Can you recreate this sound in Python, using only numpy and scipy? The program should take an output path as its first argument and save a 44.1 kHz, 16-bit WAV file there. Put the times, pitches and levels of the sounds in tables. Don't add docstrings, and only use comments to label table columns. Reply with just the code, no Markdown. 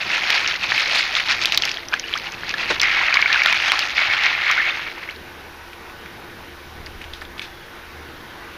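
import sys
import numpy as np
from scipy import signal
from scipy.io import wavfile
from scipy.ndimage import uniform_filter1d

SR = 44100
rng = np.random.default_rng(int(sys.argv[2]) if len(sys.argv) > 2 else 0)


def undo_db(level):
    steps = np.asarray(level, float) / 20
    return 10 ** steps


def generate_wav(signal):
    frames = np.transpose(np.atleast_2d(signal))
    scaled = np.clip(frames, -1, 1) * 32767
    pcm = np.round(scaled).astype(np.int16)
    wavfile.write(sys.argv[1], SR, pcm)


N = 377937

# (f/Hz, density/dB per Hz)
RUSH_COLOUR = [(210, -23), (350, -33), (512, -16.5), (774, -7.5), (2500, 3.5), (3700, -7.5), (5440, -18),
               (6280, -24.5), (7590, -35.5), (11300, -33.5), (15500, -62)]


def evened(x):
    return x / np.sqrt(np.mean(x ** 2) + 1e-20)


def smoothed(x, size):
    return uniform_filter1d(uniform_filter1d(x, size), size)


def curve(rows):
    s, *columns = np.transpose(rows)
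    return [np.interp(np.arange(N) / SR, s, c) for c in columns]


def colour(x, points):
    f, db = np.transpose(points)
    hz = np.abs(np.fft.fftfreq(8192, 1 / SR))
    log_gain = np.log(undo_db(np.interp(np.log(hz + 1), np.log(f + 1), db)))
    spectrum = np.exp(log_gain - 1j * signal.hilbert(log_gain).imag)
    taps = np.fft.ifft(spectrum).real[:4096]
    return signal.oaconvolve(x, taps)[:len(x)]


def band(x, lo_hz, hi_hz):
    edges_hz = [lo_hz, min(hi_hz, .45 * SR)]
    return signal.sosfilt(signal.butter(2, edges_hz, "bandpass", fs=SR, output="sos"), x)


def resonate(x, hz, width_hz):
    r = np.exp(-np.pi * width_hz / SR)
    return signal.lfilter([1 - r], [1, -2 * r * np.cos(2 * np.pi * hz / SR), r * r], x)


def add(mix, s, sound):
    part = mix[round(s * SR):][:len(sound)]
    part += sound[:len(part)]


def surges(rows):
    roundness = 1.23
    t = np.arange(0, N / SR + .01, .002)
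    s, db, rise, fall = np.transpose(rows)[:, :, None]
    away = np.where(t < s, (s - t) / rise, (t - s) / fall)
    power = undo_db(2 * (db - 10 * away ** roundness)).sum(0)
    return np.interp(np.arange(N) / SR, t, 10 * np.log10(power + 1e-12))


def bubble(hz, t60, rise, start=0.00035):
    t = np.arange(round(t60 * SR) + 8) / SR
    shape = undo_db(-60 * t / t60) * (1 - np.exp(-(t / start) ** 2))
    return np.sin(2 * np.pi * hz * (t + rise * t ** 2 / (2 * t60))) * shape / shape.max()


def grains(lo_hz, hi_hz, per_s, cycles, spread_db, bunch, count=14):
    out = np.zeros(N)
    for hz in np.geomspace(lo_hz, hi_hz, count):
        chance, size, stretch = rng.random(N), rng.exponential(1, N), rng.uniform(0.21, 7.32)
        hits = undo_db(spread_db * np.minimum(size, 4)) * (chance < per_s * bunch / count / SR)
        grain = bubble(hz, stretch * cycles / hz, 1.0)
        out += signal.oaconvolve(hits, grain / np.linalg.norm(grain) * np.sqrt(hz))[:N]
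    return out


def air():
    # (f/Hz, density/dB per Hz)
    air_colour = [(29, -35), (50, -36), (85, -3), (197, -5), (352, -2.5), (674, -6), (837, -2.5),
                  (1260, -5), (1530, -2.5), (5750, -16.5), (8050, -28.5), (9760, -22), (14700, -20.5),
                  (15800, -36)]
    # (t/s, level/dB)
    air_swell = [
        (0, 5),
        (2.3, 4),
        (2.7, 9),
        (3.1, 3),
        (6.4, 3),
        (7.6, 2.5),
        (8.4, 4.5),
    ]
    frames, hz = N // 512 + 5, np.fft.rfftfreq(2048, 1 / SR)
    a, b, patches = rng.standard_normal((frames, 1025, 3)).T
    patches = evened(uniform_filter1d(uniform_filter1d(patches, 20, 0), 8, 1))
    f, db = np.transpose(air_colour)
    swell_db = np.interp(np.arange(frames) * 512 / SR, *np.transpose(air_swell))
    colour_db = np.interp(np.log(hz + 1), np.log(f + 1), db)[:, None]
    field_db = colour_db + (1.62 * patches + swell_db) / (1 + (hz[:, None] / 4500) ** 4)
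    noise = signal.istft((a + 1j * b) * undo_db(field_db), nperseg=2048, noverlap=1536)[1][:N]
    return undo_db(-37.5 - 1.31) * evened(noise)


def machine():
    # (t/s, level/dB)
    hum_level = [(0, -63.5), (4.15, -54), (4.96, -62), (5.16, -49.5), (6.35, -55.5), (6.78, -44),
                 (7.35, -47.5), (7.59, -63), (7.99, -44.5), (8.14, -50), (8.26, -69), (8.45, -55)]
    # (f/Hz, level/dB)
    whines = [(346, -52), (463.0, -57), (1502, -52), (1906, -66), (3770, -61)]
    hum_hz = 76
    wander = evened(uniform_filter1d(rng.standard_normal(N), 15000))
    hum = np.sqrt(2) * np.sin(2 * np.pi * np.cumsum(hum_hz + 0.68 * wander) / SR)
    out = undo_db(curve(hum_level)[0]) * hum
    gain_db = .5 * (np.arange(N) / SR - 5.0)
    for hz, db in whines:
        tone = np.sqrt(2) * np.sin(2 * np.pi * np.cumsum(hz * (1 + .006 * wander)) / SR)
        fuzz = evened(resonate(rng.standard_normal(N), hz, .02 * hz))
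        out += undo_db(db + gain_db) * (.7 * tone + .45 * fuzz)
    return out


def wind():
    # (t/s at peak, level/dB, rise/s, fall/s)
    gusts = [
        (2.75, -48.5, 0.35, 0.37),
        (6.85, -44, 0.15, 0.65),
    ]
    breeze_db = -55
    level = np.sqrt(undo_db(2 * surges(gusts)) + undo_db(2 * breeze_db))
    return undo_db(2.5) * level * evened(band(rng.standard_normal(N), 7.6, 68))


def rush():
    # (t/s at peak, level/dB, rise/s, fall/s)
    pour = [(.018, -24.5, 0.037, 0.094), (.144, -18.5, 0.071, 0.072), (.24, -26, 0.047, 0.049),
            (.342, -17, 0.12, 0.094), (.5, -22, 0.15, 0.089), (.636, -20.5, 0.023, 0.069),
            (.718, -18.5, 0.031, 0.073), (.8, -20, 0.069, 0.061), (.865, -38, .02, 0.027),
            (.994, -16.5, 0.17, 0.058), (1.05, -26, 0.022, .09), (1.168, -18, 0.054, 0.021),
            (1.2, -21.5, .03, 0.06), (1.305, -17, 0.04, 0.059), (1.425, -21, 0.031, 0.036),
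            (1.46, -24.5, 0.04, 0.13), (1.54, -22.5, 0.026, 0.034), (1.639, -23, 0.033, 0.12),
            (1.935, -26.5, 0.014, 0.026), (2.145, -30.5, 0.17, 0.16), (2.271, -26, 0.02, 0.017),
            (2.346, -30.5, 0.032, 0.0084), (2.505, -27.5, 0.12, 0.049), (2.614, -21, 0.038, 0.043),
            (2.709, -17, 0.039, 0.049), (2.825, -16, 0.012, 0.94), (3.13, -25.5, 0.45, 0.19),
            (3.332, -17.5, 0.045, 0.11), (3.463, -17, 0.017, 0.11), (3.56, -22, .05, 0.035),
            (3.66, -18.5, 0.076, 0.13), (3.73, -21.5, 0.076, 0.24), (3.99, -16, 0.034, 0.073),
            (4.04, -15.5, 0.051, 0.052), (4.135, -16.5, 0.038, 0.042), (4.175, -25, 0.023, 0.028),
            (4.27, -16, 0.19, 0.13), (4.44, -23, 0.052, 0.011), (4.51, -15, 0.11, 0.072),
            (4.59, -20, 0.055, 0.082), (4.686, -18, 0.073, 0.048), (4.76, -25.5, .03, 0.087),
            (4.85, -29, 0.14, 0.13), (5.097, -35, 0.19, 0.043)]
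    # (t/s, share)
    flooding = [
        (0, -0.14),
        (1.5, -0.68),
        (2.75, -0.14),
        (2.87, 1.02),
        (3.4, 0.36),
        (3.9, -0.46),
        (4.0, 0.73),
        (4.6, 0.95),
        (5.3, 0.2),
    ]
    usual_db = -24
    level_db, spill = surges(pour), curve(flooding)[0]
    lull_db = np.minimum(usual_db - level_db, 25)
    spray_db = -6.5 - 6.5 * spill
    gurgle_db = -12.5 - 3 * spill + 0.054 * lull_db
    wall_db = -25.5 + 21.5 * spill

    lumps = evened(smoothed(rng.standard_normal(N), 200))
    shakes = evened(smoothed(rng.standard_normal(N), 1100))
    even = 1 - 0.4 * np.clip(spill, 0, 1) ** 2
    thin = undo_db(-.6 * np.maximum(lull_db + 4, 0))
    bunch = thin * undo_db((2.2 * lumps + 1.0 * shakes) * even)

    gurgle = evened(colour(grains(432, 891, 1200, 5.27, 4.9, bunch), RUSH_COLOUR))
    splash = evened(colour(grains(1100, 4100, 3000, 8.5, 3.2 * even, bunch), RUSH_COLOUR))
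    spray = evened(colour(grains(3530, 6380, 2500, 4.2, 3.3, bunch), RUSH_COLOUR))
    sizes = undo_db(4.0 * even * np.minimum(rng.exponential(1, N), 4))
    crackle = sizes * (rng.random(N) < 450 * bunch / SR)
    crackle = colour(crackle * rng.choice([-1, 1], N), RUSH_COLOUR)
    low, high = evened(band(crackle, 1350, 4870)), evened(band(crackle, 4230, 17000))
    wall = evened(resonate(splash + 0.11 * low, 2230, 330))

    mix = splash + 0.54 * low
    mix += undo_db(spray_db) * (1.0 * spray + 0.51 * high)
    mix += undo_db(gurgle_db) * gurgle + undo_db(wall_db) * wall
    return undo_db(level_db - 5.5) * mix / np.sqrt(thin)


def plops():
    # (t/s, peak level/dB, f/Hz, t60/s)
    strong_plops = [(0.1016, -10, 2040, 0.029), (0.131, -6.5, 2660, 0.026), (0.3035, 1, 2440, 0.0034),
                    (0.3834, -5, 2700, 0.0046), (0.462, 0, 2580, 0.0021), (0.4792, -11, 2260, 0.015),
                    (0.534, -15, 2410, 0.0054), (0.5406, -7, 2740, 0.0048), (0.5537, -11.5, 1970, 0.029),
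                    (0.5606, -17, 2060, 0.0055), (0.6398, -9, 2470, 0.011), (0.6728, -21, 2470, 0.012),
                    (0.7197, 1, 1710, 0.0061), (0.7787, -0.5, 2510, 0.0076), (0.9473, -6, 2500, 0.0094),
                    (1.0904, -20, 2000, 0.0059), (1.1519, 1.5, 3200, 0.0027), (1.2025, -6, 2570, 0.0038),
                    (1.4482, -0.5, 2400, 0.0046), (1.4564, -3, 2900, 0.0072), (1.522, -4, 2720, 0.0069),
                    (1.5413, -10, 2140, 0.019), (1.5749, -14, 3030, 0.0064), (1.621, -8, 3230, 0.011),
                    (1.6357, -0.5, 2680, 0.0077), (1.7138, -10, 2570, 0.01), (1.7713, -9, 3240, 0.0061),
                    (1.925, -11.5, 1470, 0.021), (1.9332, -4.5, 2350, 0.012), (1.938, -2, 1550, 0.018),
                (1.9626, -15, 2320, 0.0087), (2.0392, -16.5, 2790, 0.049), (2.131, -12, 2320, 0.014),
                (2.1383, 0, 3030, 0.0059), (2.434, -9, 1610, 0.0053), (2.5394, -8.5, 1710, 0.033),
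                (2.8016, 1, 3120, 0.0026), (2.8305, -4.5, 2050, 0.016), (3.0828, -2, 2430, 0.011),
                (3.1264, -2, 2310, 0.017), (3.1398, -2, 1750, 0.006), (3.1701, 3, 2150, 0.017),
                (3.225, 2, 2230, 0.017), (3.2583, 0, 2124, 0.026), (3.301, -6, 1730, 0.027),
                (3.3453, -4.5, 1680, 0.017), (3.4184, 2, 2170, 0.015), (3.461, -1, 1510, 0.0047),
                (3.4993, -11, 2400, 0.007), (3.532, -3.5, 2200, 0.015), (3.698, -7, 3100, 0.038),
                (3.7188, -3, 2210, 0.0031), (3.9919, -3, 2150, 0.014), (4.402, -14, 2240, 0.017),
                (4.4624, -13, 2140, 0.013), (4.4682, -8, 1730, 0.029), (5.089, -12.5, 2080, 0.016)]
    # (t/s, peak level/dB, f/Hz)
    droplets = [(1.7833, -16.5, 1840), (1.8312, -21, 2000), (1.9754, -20, 2000), (2.0832, -17.5, 2900),
                (2.2656, -20, 2760), (2.337, -21, 2610), (2.4086, -35, 2360), (2.5034, -18, 2620),
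                (2.631, -9, 1930), (4.797, -20, 2140), (4.8196, -17, 2700), (4.8666, -17, 2160),
                (4.9774, -23, 910), (5.029, -18, 1970)]
    # (t/s, peak level/dB, f/Hz)
    taps = [(0.0144, -13, 2680), (0.0682, -17, 2240), (0.2089, -21, 2430), (0.4172, -13, 1660),
            (0.4444, -11, 2300), (0.5834, -25, 1910), (0.611, -15, 2700), (0.628, -12, 2500),
            (0.8589, -11, 2170), (1.0273, -12, 2370), (1.2336, -20, 1980), (1.2654, -16, 2770),
            (1.2915, -16, 2130), (1.3834, -15, 2440), (1.3907, -13, 2150), (1.4097, -19, 1570),
            (1.4214, -12, 2470), (1.4795, -14, 2780), (1.498, -14, 2660), (1.5998, -18, 1960),
            (2.5795, -17, 1900), (2.5975, -17, 2100), (2.7013, -9, 2420), (2.8374, -3, 2220),
            (2.9672, -7, 2020), (3.1914, -5, 1670), (3.2764, -19, 2290), (3.3266, -3, 2340),
            (3.4025, -11.5, 2250), (3.4485, -4, 2310), (3.5483, -10, 2240), (3.5687, -12, 2240),
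            (3.6007, -7, 2760), (3.682, -14, 3090), (3.827, -7, 2650), (3.8714, -14, 2120),
            (3.97, -18, 1760), (3.9804, -8, 2180), (4.0986, -11, 1590), (4.1205, -7, 2200),
            (4.1776, -17, 1470), (4.3505, -7, 2390), (4.4313, -19, 2200), (4.4383, -15, 2170),
            (4.488, -13, 1840), (4.5234, -9, 1820), (4.5976, -7, 1960), (4.6174, -9, 1770),
            (4.6643, -7, 2080), (4.885, -14, 2110), (5.057, -23, 2040)]
    # (t/s, peak level/dB, start f/Hz, climb/share of f, t60/s)
    bloops = [(1.999, -31, 2000, 0.71, 0.045), (2.1525, -19.5, 1046, 3.2, 0.089),
              (4.5, -13, 1003, 2.8, 0.055), (4.575, -13.5, 1330, 1.9, 0.093),
              (4.687, -14, 2070, 1.8, 0.048), (3.357, -9, 1330, 0.96, 0.025), (2.97, -21, 820, 0.66, 0.017),
              (3.011, -19, 940, 0.56, 0.03), (3.156, -16.5, 1000, .5, 0.015), (3.449, -30, 1030, .5, .02),
              (3.469, -15, 1300, 0.64, 0.02), (3.523, -18, 840, 1.03, 0.019),
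              (3.733, -16.5, 980, 1.1, 0.035), (5.095, -26.5, 2400, 1.03, .022),
              (4.705, -19.5, 3430, 0.24, 0.016), (4.6, -11.5, 1750, 0.29, 0.069)]
    droplet_t60, tap_t60 = 0.021, 0.015
    rows = strong_plops
    rows += [(*drop, droplet_t60) for drop in droplets]
    rows += [(*tap, tap_t60) for tap in taps]
    out, luck = np.zeros(N), rng.random((len(rows), 2))
    for (s, db, hz, t60), (a, b) in zip(rows, luck):
        t60 = max(t60, .003)
        add(out, s, undo_db(db - 3.5) * bubble(hz, t60, 0.025 + 0.37 * a))
        add(out, s, undo_db(db - 14.0) * bubble(hz * (0.574 + 0.236 * b), 1.55 * t60, 0.45))
    for s, db, hz, climb, t60 in bloops:
        add(out, s, undo_db(db) * bubble(hz, t60, climb, 0.0024))
    return out


def clacks():
    # (t/s, peak level/dB, f/Hz, edge above 9 kHz/dB re peak)
    snaps_and_clacks = [(0.151, -16, 3420, -42), (0.3034, -5.5, 3200, -23), (0.476, -10.5, 5500, -36),
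                        (0.561, -14.5, 3910, -35), (0.6355, -32, 3900, -39), (0.779, -19, 3640, -17),
                        (0.7975, -18, 3720, -38), (0.877, -17, 5270, -25), (1.312, -16, 5300, -35),
                        (1.4156, -14, 4500, -39), (1.437, -12.5, 4700, -26), (1.4566, -2, 3620, -20.5),
                        (1.522, -5.5, 3740, -29), (1.546, -8.5, 4770, -34), (1.5751, 3, 3770, -23),
                        (1.622, -9, 4700, -45), (1.653, -11, 5100, -22.5), (1.6926, -12.5, 3620, -41),
                        (1.7156, -14.5, 5270, -29), (1.7426, -20, 3930, -23),
                        (1.939, -11.5, 3220, -28), (1.9964, -13.5, 5900, -26), (2.1758, -16.5, 5060, -30),
                  (2.186, -25.5, 4330, -16), (2.3214, -25, 5800, -26), (2.493, -16, 5000, -26),
                  (2.5112, -17, 3880, -34), (2.54, -17.5, 3600, -36), (2.7982, -12, 4350, -53),
                  (2.8153, -5, 5470, -22.5), (2.8322, -10.5, 4820, -39), (3.142, -6, 4100, -37),
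                  (3.156, -15, 3310, -21), (3.217, -12.5, 4330, -23), (3.329, -9, 3930, -28),
                  (3.435, -13, 4860, -24), (3.46, -6, 3300, -24), (3.473, -14, 4230, -24),
                  (3.527, -10.5, 3230, -25), (3.7191, -6.5, 3500, -33), (3.7921, -6, 4100, -23),
                  (4.2365, -10.5, 3430, -30), (4.259, -12, 3920, -33), (4.5135, -14.5, 5800, -19),
                  (4.5715, -18, 3280, -36)]
    rows = snaps_and_clacks
    body, edges, t = np.zeros(N), np.zeros(N), np.arange(400) / SR
    noise = rng.standard_normal((len(rows), 2, 400))
    for (s, db, hz, edge_db), (crack, edge) in zip(rows, noise):
        crack_fade = undo_db(db - 8.5 - 60 * t / 0.019)
        edge_shape = undo_db(db + edge_db - 60 * abs(t - .0045) / 0.0041)
        add(body, s, undo_db(db + 6.5) * bubble(hz, 0.002, 0.048, 0.00013))
        add(body, s, crack_fade * evened(band(crack, 1700, 5700)))
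        add(edges, s - .004, edge_shape * evened(band(edge, 9800, 14500)))
    return body, edges


def ticks():
    # (t/s, peak level/dB)
    ice_ticks = [(0.1604, 1), (0.302, -2), (0.391, -10), (0.8739, -12), (0.9735, -1), (1.0054, -6),
                 (1.0266, -12), (1.1523, -11), (1.2915, 1), (1.3384, -10), (1.3506, -3), (2.832, 1),
                 (3.1554, 1), (3.3443, 4), (3.4597, 6), (3.4993, -4), (3.7189, 9), (4.0504, -5),
                 (4.1384, -4), (4.1816, -5), (4.203, -7), (4.212, -5), (4.2597, -1), (4.2654, 4),
                 (4.2788, 0), (4.3505, -12), (4.3792, -4), (4.4844, -9), (4.514, -8), (4.7518, -6),
                 (4.7722, -6), (7.1389, -26)]
    click = colour(np.eye(1, 300)[0], RUSH_COLOUR)
    out = np.zeros(N)
    for s, db in ice_ticks:
        add(out, s, undo_db(db - 6.5) * click / abs(click).max())
    return out


def drips():
    # (t/s, peak level/dB, f/Hz, scatter length/s)
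    lone_drips = [(1.885, -16, 5730, 0.0024), (5.109, -22, 4050, 0.0021), (5.161, -27, 4130, 0.0027),
                  (5.732, -22.5, 2230, 0.0033), (5.897, -28, 2600, 0.0066), (6.06, -19.5, 2260, 0.0022),
                  (6.862, -21, 4740, 0.0031), (6.866, -19.5, 2100, 0.0051), (7.013, -27, 1930, 0.0033),
                  (7.016, -22, 2600, 0.0098), (7.041, -25.5, 3000, 0.012), (7.136, -15.5, 3480, 0.0023),
                  (7.212, -26, 4640, .002), (7.217, -20, 1780, 0.012), (7.251, -26, 3400, 0.0033),
                  (7.38, -26, 3350, 0.018), (7.3945, -16.5, 3400, 0.0022), (7.395, -14.5, 2170, 0.0022),
                  (7.4155, -23, 2520, 0.016), (7.418, -21.5, 3670, 0.019), (7.439, -26.5, 3580, 0.034),
                  (7.133, -28.5, 3620, 0.044)]
    body, edges, t = np.zeros(N), np.zeros(N), np.arange(2500) / SR
    noise = rng.standard_normal((len(lone_drips), 2500))
    for (s, db, hz, length), scatter in zip(lone_drips, noise):
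        fade = undo_db(db) * np.exp(-t / max(length, .001))
        add(body, s, undo_db(db - 3.0) * bubble(hz, 0.0071, 0.11, 0.00024))
        add(body, s, undo_db(-10.5) * fade * evened(band(scatter, 0.53 * hz, 1.17 * hz)))
        add(edges, s, undo_db(-28.0) * fade * evened(band(scatter, 4100, 11500)))
    return body, edges


def slaps():
    # (t/s, level/dB, length/s)
    ground_slaps = [
        (2.699, -20.5, 0.0088),
    ]
    out, t = np.zeros(N), np.arange(3000) / SR
    for s, db, length in ground_slaps:
        swell = t / length * np.exp(1 - t / length)
        add(out, s, undo_db(db) * swell * evened(band(rng.standard_normal(3000), 210, 1600)))
    return out


def squeak():
    # start t/s, end t/s, start f/Hz, end f/Hz, level/dB
    start, end, start_hz, end_hz, db = (7.45, 7.78, 3480, 3200, -55.5)
    out, size = np.zeros(N), round((end - start) * SR)
    rough = evened(uniform_filter1d(rng.standard_normal(size), 300))
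    tone = np.sin(2 * np.pi * np.cumsum(np.linspace(start_hz, end_hz, size) + 25 * rough) / SR)
    add(out, start, undo_db(db + 3.0 * rough) * np.sqrt(2) * tone * signal.windows.tukey(size, .5))
    return out


def yard(x):
    t = np.arange(0, 3000, 20) + rng.integers(0, 20, 150)
    taps = np.zeros(3100)
    taps[t + 40] = rng.choice([-1., 1.], 150) * undo_db(-60 * t / SR / 0.098)
    return signal.oaconvolve(x, taps / np.linalg.norm(taps))[:N]


def ducking(x):
    threshold_db, share, recovery_db_per_s = -17.5, 0.29, 251
    lookahead = 220
    power_db = 10 * np.log10(abs(uniform_filter1d(x ** 2, size=130)) + 1e-12)
    fall = np.arange(N) * recovery_db_per_s / SR
    held_db = np.maximum.accumulate(power_db + fall) - fall
    over_db = np.maximum(held_db - threshold_db, 0)
    over_db = np.maximum(over_db, np.roll(over_db, -lookahead))
    return undo_db(-share * uniform_filter1d(over_db, size=130))


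def gate(x):
    # (f/Hz, level/dB re the local level)
    gate_threshold = [(6000, -20), (7000, -.8), (8500, -.4), (10500, -1.0), (15000, -.9)]
    hz, _, z = signal.stft(x, SR, nperseg=2048, noverlap=1024, window="cosine")
    power = abs(z) ** 2
    local = uniform_filter1d(uniform_filter1d(power, size=64, axis=1), size=2, axis=2)
    threshold = undo_db(2 * np.interp(hz, *np.transpose(gate_threshold)))[:, None] * local
    near = uniform_filter1d(uniform_filter1d(power, size=5, axis=1), size=2, axis=2)
    treble = power[:, hz > 9000].sum(1, keepdims=True)
    crack = treble > 4 * np.median(treble)
    keep = (near > threshold) & (hz < 15450)[:, None]
    keep = keep | (crack & (hz < 15900)[:, None])
    return signal.istft(z * keep, SR, nperseg=2048, noverlap=1024, window="cosine")[1][:, :N]


def scene():
    hits, edges = np.add(clacks(), drips())
    hits = hits + plops() + ticks()
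    hits = hits + undo_db(-15) * yard(hits)
    hits = 1.4 * np.tanh(hits / 1.4)
    hits = signal.sosfilt(signal.butter(6, 6400, fs=SR, output="sos"), hits)
    background = air() + machine() + wind()
    mix = background + rush() * ducking(hits) + hits + edges + slaps() + squeak()
    return mix[None]


def roll_off(x):
    return signal.sosfilt(signal.butter(12, 15960, fs=SR, output="sos"), x)


def record(dry):
    clipped = np.clip(dry, -1, 1)
    return roll_off(gate(clipped))


dry = scene()
out = record(dry)
generate_wav(out)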